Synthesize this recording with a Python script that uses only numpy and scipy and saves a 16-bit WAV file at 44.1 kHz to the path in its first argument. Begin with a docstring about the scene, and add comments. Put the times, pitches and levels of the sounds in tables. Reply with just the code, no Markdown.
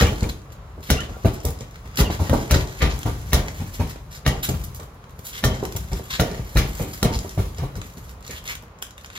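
"""A garage with a concrete floor: a boxer works a free-standing heavy bag, a phone lying by his feet.
Each glove cracks on the vinyl, slaps air out and sets the stuffed bag booming; the skin squeaks, and
the weighted base rocks and thumps back down. Shoes scuff over grit, and the garage answers over a
quiet outdoor rumble."""
import sys
import numpy as np
from scipy import signal
from scipy.fft import rfft, irfft, next_fast_len
from scipy.io import wavfile
from scipy.ndimage import uniform_filter1d

SR = 44100
rng = np.random.default_rng(int(sys.argv[2]) if len(sys.argv) > 2 else 0)


def store_pcm(level_fs):
    """Save levels as 16-bit WAV."""
    pcm = np.round(np.clip(level_fs, -1, 1) * 32767).astype(np.int16)
    wavfile.write(sys.argv[1], SR, np.atleast_2d(pcm).T)


N = 404823

# Gloves on the bag. Each row: start in seconds, then levels in dB of the crack, boom, slap, sizzle,
# body thud, spit, wall echo and ceiling echo.
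PUNCHES = [(0.0101, -0.5, -11.5, -25, -28.5, -17, -23, -17, -17),
           (0.9026, 1.5, -14, -28, -21.5, -21.5, -11, -10.5, -18),
           (1.99, -7, -16, -27.5, -32, -15.5, -20, -27, -28),
           (2.2965, -9, -15.5, -48, -50, -20, -23, -36, -42),
           (2.51, -1.5, -12.5, -29.5, -26.5, -19, -13, -10, -18),
           (2.5454, -7, -21, -35, -29, -23, -28, -31, -36),
           (2.8203, -5, -12.5, -24, -32.5, -18, -32, -23, -28),
           (3.3319, 0, -14.5, -29.5, -20.5, -19, -7, -25, -12),
           (4.2643, 1, -15.5, -29, -27, -17.5, -22, -34, -17),
           (5.4399, 1, -18, -32, -22.5, -17, -32, -15, -18),
           (6.198, -0.5, -16.5, -34, -28, -18.5, -24, -14, -18),
           (6.5714, -3, -14, -24, -24, -18.5, -17, -24, -18),
           (7.029, -2.5, -23.5, -51, -28, -19, -10, -19, -18)]
# Base and feet landing. Each row: start in seconds, knock in dB, boom in dB, boom pitch in Hz,
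# clatter in dB, knock t60 in seconds, knock brightness in dB per octave, edge in dB.
LANDINGS = [(.022, -17, -37, 81.3, -32, .16, -1.5, -31), (.039, -22.5, -16, 81, -40, 0.12, -5, -27),
            (.121, -29.5, -31, 90, -55, 0.085, 1, -20), (.222, -19, -11.5, 50.5, -32.5, 0.093, 0, -22),
            (.249, -20.5, -30, 59.6, -49, 0.14, -4, -28), (.776, -44, -35.5, 82, -71, 0.26, 0.5, -30),
            (1.031, -41, -30, 61.5, -32, 0.036, 9, -40), (1.091, -33.5, -32, 69, -62, 0.14, 0, -31),
            (1.164, -42, -50, 70, -63, .06, 6, -30), (1.245, -17, -12, 89.3, -30.5, 0.15, 1, -12),
            (1.446, -28, -16, 71.5, -40, 0.24, 2, -34), (1.605, -35.5, -32, 119, -42.5, 0.15, -0.5, -34),
            (1.853, -44, -54, 100, -50, 0.073, 2, -38), (2.098, -25.5, -22, 78, -30, 0.078, 0.5, -15),
            (2.194, -26, -16, 82, -40, 0.28, 2.5, -35), (2.328, -16, -38, 64, -35, 0.13, 1, -7.5),
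            (2.346, -21.5, -40, 70, -43, 0.23, -2.5, -10.5),
            (2.544, -19.5, -21, 90, -47, 0.13, -3.5, -12.5), (2.929, -36.5, -21, 70, -55, 0.21, -4, -41),
            (3.052, -24, -16.5, 104.1, -34.5, 0.22, 3.5, -35), (3.133, -62, -21.5, 59.4, -70, 0.11, 0, -55),
            (3.595, -30, -18.5, 85.2, -42, 0.27, -1, -38), (3.795, -22, -14, 87, -31, 0.13, 0, -37),
            (3.956, -43, -51, 125, -43, 0.037, 4, -27), (4.484, -22, -25, 131.5, -37, 0.18, -1.5, -29),
            (4.538, -37.5, -22, 138, -37, 0.061, 13, -42), (4.673, -55, -28.5, 79.5, -62, 0.13, 3, -43),
            (4.793, -41, -35, 70.7, -46.5, 0.21, 4.5, -28.5), (5.189, -41, -33.5, 105, -54, 0.05, 0, -52),
            (5.625, -26, -49, 59, -55, 0.14, 2, -13.5), (5.749, -35.5, -23, 96.6, -41, 0.097, 4.5, -36),
            (5.913, -29.5, -18.5, 57.5, -40.5, 0.23, -0.5, -32),
            (5.993, -33.5, -40, 80, -59, 0.12, -4, -23.5), (6.29, -37, -46, 67.5, -40.5, 0.5, 1, -37),
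            (6.392, -32, -25, 118, -58, 0.088, -2.5, -30), (6.555, -23, -9.5, 74.4, -43, 0.081, 2.5, -40),
            (6.795, -24, -27, 97.6, -37, 0.34, -2, -16), (7.044, -16, -29, 121, -26, 0.096, -1, -17),
            (7.099, -29, -38, 62, -52, 0.31, -2.5, -37), (7.157, -34, -20.5, 63.95, -57, 0.077, -4, -31),
            (7.245, -33.5, -28, 75.5, -58, 0.12, 0.5, -22),
            (7.374, -24.5, -13.5, 95.9, -35.5, .22, 1.5, -16), (7.448, -53, -28, 67, -59, 0.11, -4, -41),
            (7.582, -41, -21, 79.6, -37.5, 0.32, 4, -32), (7.621, -28.5, -21, 129.8, -49, 0.19, 0.5, -28),
            (7.757, -31, -24, 95.5, -45, 0.26, -4, -31), (7.967, -35, -53, 124, -50, 0.062, -3, -44),
            (8.291, -44, -33, 57.4, -36.5, 0.14, 3, -39), (8.626, -45, -48, 70, -60, .06, 2, -46)]
# Colour of a glove's slap, also of a landing's clatter. Each row: frequency in Hz, level in dB.
SLAP_COLOUR = [(410, 3.5), (700, -5), (1160, -3), (1320, -12), (1590, -7.5), (1990, -4), (2450, -4),
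               (4210, -7), (5780, -4), (8250, -15), (11800, -7.5), (15300, -16), (16400, -8)]
# Colour of a sole on grit. Each row: frequency in Hz, level in dB.
SOLE_COLOUR = [(710, -11), (1200, -2.5), (1900, 0.5), (2500, -3.5), (3210, -5), (3470, -4.5), (3740, -7),
               (5250, -6.5), (7620, -5.5), (8690, -9.5), (12100, -7.5), (15500, -5), (16400, -82)]


def undb(db):
    return 10 ** (np.asarray(db) / 20)


def gain(table, size):
    """Gain on FFT bins from (Hz, dB) points."""
    hz, db = np.transpose(table)
    return undb(np.interp(np.log(np.fft.rfftfreq(size, 1 / SR) + 1), np.log(hz), db))


def noise(table, size, grit_db=0.):
    """Coloured noise of rms 1; grit makes it a dense stream of uneven grains."""
    fast = next_fast_len(size)
    grains = rng.standard_normal(fast) * undb(grit_db * np.minimum(rng.exponential(size=fast), 4))
    coloured = irfft(rfft(grains) * gain(table, fast), fast)[:size]
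    return coloured / np.sqrt(np.mean(coloured ** 2))


def shifted(table, spread=0.093, scatter_db=1.5):
    """No two blows land on the same spot: the resonances slide a little."""
    return sorted((hz * (1 + spread * np.tanh(rng.standard_normal())),
                   db + scatter_db * rng.standard_normal()) for hz, db in table)


def split(x, hz):
    """Below and above a crossover."""
    low = signal.sosfiltfilt(signal.butter(2, hz, fs=SR, output="sos"), x)
    return low, x - low


def curve(table):
    """One scene-long line per column, through rows that open with a time in seconds."""
    times, *columns = np.transpose(table)
    return [np.interp(np.arange(N) / SR, times, column) for column in columns]


def steps(count, hold, slew):
    """Random levels, with hold and slew in samples."""
    return uniform_filter1d(np.repeat(rng.standard_normal(count), hold), slew)


def walk(rate):
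    """A scene-long drift that turns rate times a second."""
    hold = int(SR / rate)
    return steps(N // hold + 1, hold, hold)[:N]


def add(track, start, sound):
    """Mix a sound in at start seconds."""
    i = int(start * SR)
    a, b = max(i, 0), min(i + len(sound), N)
    track[a:b] += sound[a - i:b - i]


def fade(t, rise, t60):
    """Swell for about rise seconds, then die away; peak 1."""
    shape = (1 - np.exp(-t / rise)) * np.exp(-np.log(1000) * t / t60)
    return shape / shape.max()


def burst(x, shape):
    """Noise under an envelope, scaled to the energy of the envelope."""
    shaped = x * shape
    return shaped * np.sqrt(np.sum(shape ** 2) / np.sum(shaped ** 2))


def swell_power(events, rise, t60):
    """Summed power of swells that follow (seconds, dB) events."""
    out, t = np.zeros(N), np.arange(SR) / SR
    for start, db in events:
        add(out, start, (undb(db) * fade(t, rise, t60)) ** 2)
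    return out


def outdoor_air():
    """Outdoor rumble through the door and faint hiss; only the upper part is wide."""
    # Colour of the air. Each row: frequency in Hz, level in dB.
    air_colour = [(15, -35), (25, -5.5), (80, 3.5), (338, -14.5), (432, -10), (875, -14.5), (1120, -12.5),
                  (1590, -21.5), (7260, -41.5), (8550, -115), (12500, -66), (15100, -68), (16400, -56)]
    mid, side = noise(air_colour, N), split(noise(air_colour, N), 650)[1]
    return undb(-46.5 + walk(8.6)) * (mid + side * np.array([[1], [-1]]))


def clutter(x):
    """Quick scatter off boxes, floor and boxer, crossfading to a new pattern as he moves."""
    move_s, colour = .27, [(60, -35.5), (600, -11.0), (16000, -1.5)]
    hop, t = int(move_s * SR), np.arange(SR // 16) / SR
    shape = fade(t, 0.00034, t60=0.032)
    shape *= undb(0.5) / np.sqrt(np.sum(shape ** 2))
    x, out = np.pad(x, (hop, 2 * hop)), np.zeros((2, N + 3 * hop + len(t)))
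    for i in range(0, N + hop, hop):
        scatter = np.array([noise(colour, len(t)) * shape for _ in range(2)])
        part = x[i:i + 2 * hop] * np.sin(np.pi * np.arange(2 * hop) / (2 * hop))
        out[:, i:i + 2 * hop + len(t) - 1] += signal.fftconvolve(part[None], scatter, axes=1)
    return out[:, hop:hop + N]


def garage(x):
    """Scatter off the clutter, then a diffuse tail in six bands; the bass is alike on both sides."""
    # The room's tail. Each row: band centre in Hz, t60 in seconds, level in dB.
    tail_bands = [(80, 1, -22), (213, 0.42, -9), (504, 0.71, -11.5), (1740, 0.33, -6.5), (5100, 0.25, -2.5),
                  (13300, 0.18, -3)]
    t, tail = np.arange(SR) / SR, 0
    for hz, t60, db in tail_bands:
        band = [(hz / 3.3, -40), (hz / 1.71, 0), (hz * 1.59, 0), (hz * 9.8, -40)]
        mid, side = noise(band, SR), noise(band, SR)
        pair = mid + min(hz / 600, 1) ** 1.9 * side * np.array([[1], [-1]])
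        shape = fade(t, 0.00091, t60)
        share = np.sqrt(min(hz / 9000, 1) / np.sum(shape ** 2))  # evens out band width and decay
        tail = tail + undb(db) * share * shape * pair
    return signal.fftconvolve(x[None], tail, axes=1)[:, :N] + clutter(x)


def scuffs():
    """Rubber drags sand over concrete in uneven slips; clothes rustle after blows; one glove ticks."""
    # Shuffling feet and clothes. Each row: time in seconds, rustle in dB, hiss in dB relative to it.
    shuffle = [(0.0, -27, -17), (.3, -58, 1), (.46, -81, -8), (.55, -68, -5), (.65, -83, -6), (0.8, -70, 5),
               (1.2, -56, -2), (1.3, -50, -18), (1.6, -55, -4), (1.9, -55, -24), (2.14, -40, -8),
               (3.0, -46, -5), (3.7, -49, -2), (3.9, -43, -10), (4.03, -72, -6), (4.19, -90, -24),
               (4.5, -51, 11), (4.7, -75, 2), (4.83, -57, 4.5), (5.05, -88, 0), (5.22, -65, 7),
               (5.6, -53, -2), (6.0, -50.5, -1.5), (6.36, -56, 0.5), (6.7, -44, 0), (7.5, -54, -1),
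               (7.72, -67, -7), (7.82, -57, -2), (8.1, -57, 1.5), (8.2, -77, -4), (8.5, -62, -4),
               (8.8, -71, -6), (9.18, -53, -8)]
    # Brief rasps: mostly soles on grit; at 2.541 s, a short 4 kHz tick of the glove cracking on the vinyl.
    # Each row: start and length in seconds, level in dB, band centre in Hz, relative hiss in dB.
    rasps = [(0.286, 0.02, -35, 3960, -6.5), (0.518, 0.02, -57, 3960, 3), (0.813, 0.094, -41.5, 3940, -3),
             (1.315, 0.041, -55, 4000, 11), (1.422, 0.059, -56, 4600, 9), (1.964, 0.058, -27.5, 4400, -1),
             (2.541, .014, -22, 4000, -20), (2.78, 0.034, -40.5, 2510, -9), (2.815, 0.02, -20, 2450, -25),
             (2.9, 0.029, -30, 5030, -37), (3.726, 0.044, -43.5, 4500, 1.5), (3.864, 0.06, -46, 4400, 1),
             (4.095, 0.11, -47, 4820, -4.5), (4.424, 0.036, -25.5, 3700, 1),
             (4.488, 0.0091, -28.5, 7040, -8), (4.635, 0.022, -47, 5500, 6.5), (4.744, 0.041, -49, 6050, 6),
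             (4.939, .025, -65, 5000, 13), (5.244, 0.091, -45.5, 3930, 5), (5.31, 0.11, -38.5, 3300, -8),
             (5.76, 0.015, -37, 5000, 9), (6.094, 0.053, -31.5, 3970, -13),
             (6.128, 0.046, -27.5, 3900, -16), (6.809, 0.038, -59, 5940, 17), (6.912, 0.044, -49, 5000, 2),
             (7.112, 0.059, -34, 5160, -14), (7.563, 0.043, -50, 4500, -9), (7.758, 0.024, -49.5, 5000, 0),
             (7.965, .025, -57, 6500, 4), (8.073, .03, -51, 5500, -6), (8.23, 0.095, -45, 4540, -6),
             (8.304, 0.043, -38, 2000, -7), (8.336, 0.063, -36.5, 3360, -9), (8.448, 0.036, -42, 3500, -4),
             (8.466, 0.084, -34, 2460, -9.5), (8.818, 0.011, -33.5, 2530, 5), (9.15, 0.031, -35, 3000, -22)]
    swings = [(start, crack_db - 43.5) for start, crack_db, *_ in PUNCHES]
    swing_power = swell_power(swings, rise=0.07, t60=0.84)
    coarse, fine = split(noise(SOLE_COLOUR, N, grit_db=6.0), 7500)
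    fine = fine / fine.std()
    slips = undb(3.26 * walk(200) + 4.0 * walk(30))
    rustle, hiss = undb(curve(shuffle))
    coarse_level = np.sqrt(swing_power + rustle ** 2)
    fine_level = np.sqrt(swing_power * undb(-17) ** 2 + (rustle * hiss) ** 2)
    out = slips * (coarse_level * coarse + fine_level * fine)
    for start, length, db, hz, hiss_db in rasps:
        i, size = int(start * SR), int(length * SR)
        part = slice(i, min(i + size, N))
        press = signal.windows.tukey(size, .6)[:part.stop - i]
        band = signal.iirpeak(hz, 2.5, SR)  # each rasp sings in a broad band of its own
        rasp = 0.62 * coarse[part] + 0.97 * signal.lfilter(*band, coarse[part])
        out[part] += undb(db) * press * slips[part] ** 0.72 * (rasp + undb(hiss_db) * fine[part])
    return out


def grit():
    """Single grains crack under a sole, with fainter ones scattered at random."""
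    # The loudest grains. Each row: start in seconds, then the bright, dull and sharp parts in dB.
    loud_grains = [(0.2069, -32, -40, -47), (0.2305, -29, -34, -41), (0.2955, -34, -30, -44),
                   (0.4174, -52, -58, -61), (0.503, -57, -48, -68), (0.5196, -48, -52, -57),
                   (1.0047, -30, -30, -52), (1.2825, -43, -30, -51), (1.345, -43, -40, -46),
                   (1.402, -38, -47, -51), (1.4508, -23.5, -44, -20), (1.4845, -37, -37.5, -29),
                   (1.504, -40, -46, -30), (1.5878, -41, -53, -51), (1.6072, -33.5, -46, -52),
                   (1.7095, -48, -58, -50), (1.7566, -49, -38, -51), (1.8564, -57, -49, -51),
                   (1.8746, -49, -45, -49), (1.9573, -34, -39, -36), (2.6734, -35, -47, -49),
                   (2.9896, -35, -43, -31), (3.031, -34, -31, -34), (3.4827, -33, -25.5, -50),
                   (3.9574, -49, -48, -57), (4.1579, -40, -51, -48), (4.6369, -42, -48, -45),
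                   (4.7463, -40, -43, -31), (4.798, -37, -43, -50), (5.0404, -56, -43, -65),
                   (5.0938, -51, -56, -52), (5.1063, -54, -62, -50), (5.1174, -63, -62, -61),
                   (5.1908, -45, -49, -36), (5.2676, -37, -46, -25), (5.285, -43, -48, -40),
                   (5.636, -38, -42, -47), (5.6518, -29.5, -28.5, -34), (5.7229, -34.5, -37, -36),
                   (5.7635, -32, -38, -29), (5.8414, -50, -53, -42), (5.9319, -28.5, -43, -42),
                   (6.107, -39, -30, -39), (6.137, -36, -22.5, -37), (6.1516, -34, -27, -38),
                   (6.3134, -36, -44, -45), (6.7511, -32, -43, -37), (7.1885, -26.5, -49, -49),
                   (7.244, -41, -51, -48), (7.2925, -32, -46, -44), (7.4894, -54, -56, -52),
                   (7.546, -42, -48, -58), (7.5832, -33.5, -47, -50), (7.7542, -38, -38, -51),
                   (7.8155, -34.5, -31, -60), (7.9354, -47, -56, -52), (7.9723, -43, -59, -53),
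                   (8.226, -44, -47, -54), (8.2483, -45, -40, -50), (8.2646, -37, -44, -46),
                   (8.2773, -33, -40, -41), (8.3076, -30, -46, -38), (8.44, -44, -42, -40),
                   (8.4766, -27.5, -39, -43), (8.5525, -32, -33, -35), (8.6234, -49, -51, -45),
                   (8.6354, -56, -51, -52), (8.6814, -61, -49, -59), (8.787, -50, -49, -58),
                   (8.8239, -28.5, -26.5, -34), (8.867, -45, -46, -51), (8.9072, -41, -45, -48),
                   (8.9791, -43, -36, -44), (9.0106, -47, -47, -48), (9.0453, -41, -34, -49),
                   (9.06, -39, -42, -49), (9.1013, -44, -36, -56), (9.1313, -54, -42, -50),
                   (9.1536, -41, -44, -45), (9.1647, -40, -34, -43), (9.1754, -43, -37, -50)]
    grains_per_s, floor_db, spread_db = 3.5, -58, 6.5
    out, t = np.zeros(N), np.arange(SR // 20) / SR
    chance = rng.random((int(grains_per_s * N / SR), 4))
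    faint_grains = [(when * N / SR, *(floor_db - spread_db * np.log(1 - .9 * np.array(sizes))))
                    for when, *sizes in chance]
    tick = fade(t, 0.00063, t60=0.011)
    for start, bright_db, dull_db, sharp_db in loud_grains + faint_grains:
        dull, treble = split(noise(SOLE_COLOUR, len(t), grit_db=5.0), 3900)
        bright, sharp = split(treble, 10300)
        for db, part in (bright_db, bright), (dull_db, dull), (sharp_db, sharp):
            add(out, start, undb(db) * burst(part, tick))
    return out


def rocking():
    """The weighted base rumbles on the slab, most after each blow and landing."""
    # Colour of the rumble. Each row: frequency in Hz, level in dB.
    rumble_colour = [(25, -28), (45, 4), (65, 6), (100, -3), (150, -7), (300, -28.5), (700, -42.5)]
    # The slow sway underneath. Each row: time in seconds, level in dB.
    sway = [(0, -41.5), (1.2, -46.5), (2, -40), (3.5, -34), (4.1, -41.5), (4.6, -38), (5.25, -50.5),
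            (5.7, -34.5), (6.5, -44), (7.6, -39.5), (9.18, -53)]
    jolts = [(start, boom_db - 10) for start, _, boom_db, *_ in PUNCHES + LANDINGS]
    power = swell_power(jolts, rise=0.01, t60=0.33) + undb(curve(sway)[0]) ** 2
    return np.sqrt(power) * undb(2.0 * walk(14)) * noise(rumble_colour, N)


def boom(t, hz, t60, rise, glide, overtone_db):
    """The stuffed column flexes: a low swing that builds and bends upward, with a second mode."""
    phase = 2 * np.pi * hz * t * (1 + glide * t)
    swell = (1 - np.exp(-t / rise)) * fade(t, rise, t60)
    overtone = undb(overtone_db) * fade(t, 0.036, t60) * np.sin(1.85 * phase)
    return swell / swell.max() * np.sin(phase) + overtone


def landings():
    """Base and feet thump on the slab: boom, hollow knock, hard edge and a little clatter."""
    # Colour of the knock. Each row: frequency in Hz, level in dB.
    knock_colour = [(110, 7), (200, 2.5), (300, 2.5), (420, 2), (650, -4.5), (900, -4), (1300, -15.5),
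                    (1800, -36)]
    out, t = np.zeros(N), np.arange(SR // 3) / SR
    for start, knock_db, boom_db, hz, clatter_db, t60, bright_db, edge_db in LANDINGS:
        low_end = boom(t, hz, 0.76 * t60, rise=0.007, glide=0.68, overtone_db=-17)
        add(out, start - .004, -undb(boom_db) * low_end)
        tilted = [(f, db + bright_db * np.log2(f / 400)) for f, db in knock_colour]
        jolts = undb(1.86 * steps(60, hold=330, slew=150)[:len(t)])  # the load settles unevenly
        knock = jolts * noise(shifted(tilted), len(t))
        add(out, start, undb(knock_db) * burst(knock, fade(t, 0.0049, t60)))
        # the hard edge meets the concrete in one short push
        edge_hz = 600 * (1 + 0.23 * np.tanh(rng.standard_normal()))
        edge = np.sin(2 * np.pi * edge_hz * t) * fade(t, 0.00066, t60=0.0058)
        add(out, start + 0.002915, undb(edge_db) * edge)
        clatter = split(noise(SLAP_COLOUR, len(t), grit_db=3.0), 3840)[0]
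        add(out, start, undb(clatter_db) * clatter * fade(t, 0.0041, 1.37 * t60))
    return out


def squeaks():
    """The vinyl sticks and slips in short wavering tones as the bag bends and slides."""
    # Each row: start and length in seconds, opening and closing pitch in Hz, level in dB.
    chirps = [(0.032, 0.045, 2950, 2750, -32), (0.059, 0.051, 2900, 3200, -33.5),
              (.062, 0.035, 2340, 2360, -36), (0.087, 0.035, 860, 880, -50),
              (0.964, 0.039, 2700, 2890, -33), (0.989, 0.04, 2940, 3040, -31.5),
              (0.237, .022, 2350, 2450, -40), (0.981, 0.027, 1370, 1380, -32),
              (1.0, 0.033, 1790, 1850, -42), (1.131, 0.048, 1400, 1370, -46),
              (1.253, 0.035, 680, 647, -22.5), (1.257, 0.027, 2400, 2360, -43),
              (2.036, 0.055, 3000, 2680, -35), (2.259, 0.021, 1850, 1950, -42.5),
              (3.333, 0.029, 1355, 1400, -32), (4.275, 0.069, 3020, 2970, -38),
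              (4.283, 0.04, 1930, 1930, -34), (4.3, 0.093, 810, 780, -38), (5.434, 0.038, 1223, 1265, -32),
              (5.501, 0.026, 3110, 3150, -35), (7.05, .035, 1045, 1140, -32), (7.077, 0.1, 900, 913, -32),
              (7.16, 0.045, 680, 700, -44)]
    out = np.zeros(N)
    for start, length, from_hz, to_hz, db in chirps:
        size = int(length * SR)
        waver = uniform_filter1d(rng.standard_normal((2, SR // 8)), 120)[:, :size] * np.sqrt(120)
        hz = np.linspace(from_hz, to_hz, size) * (1 + 0.012 * waver[0])
        level = undb(db + 3.9 * waver[1]) * signal.windows.tukey(size, .6)
        add(out, start, level * np.sin(2 * np.pi * np.cumsum(hz) / SR))
    return out


def punches():
    """A glove sinks into the bag: the skin rings, air slaps out, the stuffing thuds and booms."""
    # Modes of the vinyl skin. Each row: pitch in Hz, level in dB, t60 in seconds.
    skin_modes = [(1360, 4, 0.018), (1823, 0, 0.027), (3080, -4, 0.011), (3800, 4, 0.0021),
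                  (4420, -17, 0.011)]
    # Colour of the body thud. Each row: frequency in Hz, level in dB.
    thud_colour = [(59, 1), (100, -1.5), (312, -15), (402, -14.5), (520, -14.5), (660, -14), (820, -15),
                   (1600, -34.5), (2080, -28.5), (3520, -120)]
    ring_db, rub_s = -23.5, 0.015
    out, t = np.zeros(N), np.arange(SR // 3) / SR
    for start, crack_db, boom_db, slap_db, sizzle_db, thud_db, *_ in PUNCHES:
        for hz, db, t60 in skin_modes:
            detune, accent = rng.standard_normal(2)
            ring = np.sin(2 * np.pi * hz * (1 + 0.06 * detune) * t) * fade(t, 0.0007, t60)
            add(out, start, -undb(crack_db + ring_db + db + 2.5 * accent) * ring)
        colour = shifted(SLAP_COLOUR, spread=0.03, scatter_db=0.1)
        slap, sizzle = split(noise(colour, len(t), grit_db=5.0), 3430)
        slap, sizzle = undb(slap_db) * slap, undb(sizzle_db) * sizzle
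        # the glove lands in a few patches, so the slap flutters
        flutter = undb(4.7 * steps(200, hold=150, slew=60)[:len(t)])
        add(out, start, undb(slap_db) * burst(flutter * slap, fade(t, 0.0051, t60=0.2)))
        add(out, start, flutter * sizzle * fade(t, 0.0048, t60=0.061))
        # padding starts to give and rub before the vinyl cracks
        thud = burst(noise(shifted(thud_colour), len(t)), fade(t, 0.0047, t60=0.41))
        add(out, start - .005, undb(thud_db) * thud)
        rub = (t < rub_s) * (t / rub_s) ** 0.5
        add(out, start - rub_s, rub * (undb(3) * slap + undb(-14) * sizzle))
        low_end = boom(t, hz=67.34, t60=0.14, rise=0.0079, glide=0.98, overtone_db=-9)
        add(out, start - .001, -undb(boom_db) * low_end)
    return out


def spit(t, above_hz):
    """A tiny bright spurt of escaping air."""
    return burst(split(rng.standard_normal(len(t)), above_hz)[1], fade(t, 0.00038, t60=.006))


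def cracks():
    """Trapped air cracks and spits from under each glove; a wall and the ceiling throw it back."""
    push_s, wall_s, ceiling_s = .0022, .0048, .0126
    direct, echoes, t = np.zeros(N), np.zeros((2, N)), np.arange(SR // 50) / SR
    # a pressure step that relaxes at once, on a short push of the padding
    band = signal.butter(2, [120, 14000], "band", fs=SR, output="sos")
    step = signal.sosfilt(band, -np.exp(-t / .00014))
    push = undb(-9) * np.sin(np.pi * np.minimum(t / push_s, 1))
    crack = step / np.abs(step).max() - push
    for start, crack_db, *_, spit_db, wall_db, ceiling_db in PUNCHES:
        add(direct, start, undb(crack_db) * crack)
        add(direct, start + .0003, undb(spit_db) * spit(t, above_hz=4500))
        for side in echoes:
            add(side, start + wall_s, undb(wall_db) * spit(t, above_hz=2590))
            for delay_s, db in (ceiling_s, 0), (.0187, -4), (.0257, -9):  # ceiling, two later echoes
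                add(side, start + delay_s, undb(ceiling_db + db) * spit(t, above_hz=3500))
    return direct, echoes


def ports(x, lag_ms, bent_ms=0., bent_share=0.):
    """Two microphone ports: the left is offset by lag_ms and may hear highs bent round the phone."""
    size = next_fast_len(N)
    hz = np.fft.rfftfreq(size, 1 / SR)
    bent = bent_share * hz ** 2 / (hz ** 2 + 360 ** 2)
    paths = np.exp(-2j * np.pi * hz * lag_ms / 1000) + bent * np.exp(-2j * np.pi * hz * bent_ms / 1000)
    left = irfft(rfft(x, size) * paths / np.sqrt(1 + bent ** 2), size)[:N]
    return np.array([left, x])


def scene():
    """Bag and feet close to the phone, with the garage and the outdoor air around them."""
    bag = punches() + landings() + rocking()
    boxer = scuffs() + grit()
    crack, echoes = cracks()
    squeak = squeaks()
    room = garage(bag + 0.55 * boxer + 0.38 * squeak + .45 * crack)
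    bag_position = dict(lag_ms=-0.065, bent_ms=0.447)
    close = ports(bag + squeak, **bag_position, bent_share=0.99)
    close += ports(crack, **bag_position, bent_share=.55)
    close += ports(boxer, lag_ms=0.2423)
    return close + echoes + room + outdoor_air()


def record(dry):
    """The phone colours each side, loses the deepest bass, clips the loudest peaks and cuts the top."""
    # Colour common to both ports. Each row: frequency in Hz, gain in dB.
    port_colour = [(100, 1.5), (7000, 0), (8600, -10), (10200, -1), (12500, -4), (15000, -6.5)]
    # Balance of the ports. Each row: frequency in Hz, left over right in dB.
    port_balance = [(60, .5), (125, 1), (250, -2), (500, -1.5), (1000, 0), (2000, .5), (4500, 3),
                    (8000, -1), (14000, -1)]
    size = next_fast_len(N)
    tilt = np.sqrt(gain(port_balance, size))
    coloured = irfft(rfft(dry, size) * gain(port_colour, size) * np.array([tilt, 1 / tilt]), size)[:, :N]
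    low_cut = signal.butter(4, 36, "high", fs=SR, output="sos")
    high_cut = signal.ellip(10, .2, 80, 15900, fs=SR, output="sos")
    clipped = np.clip(signal.sosfilt(low_cut, coloured), -.95, .95)
    return signal.sosfilt(high_cut, clipped)


dry = scene()
out = record(dry)
store_pcm(out)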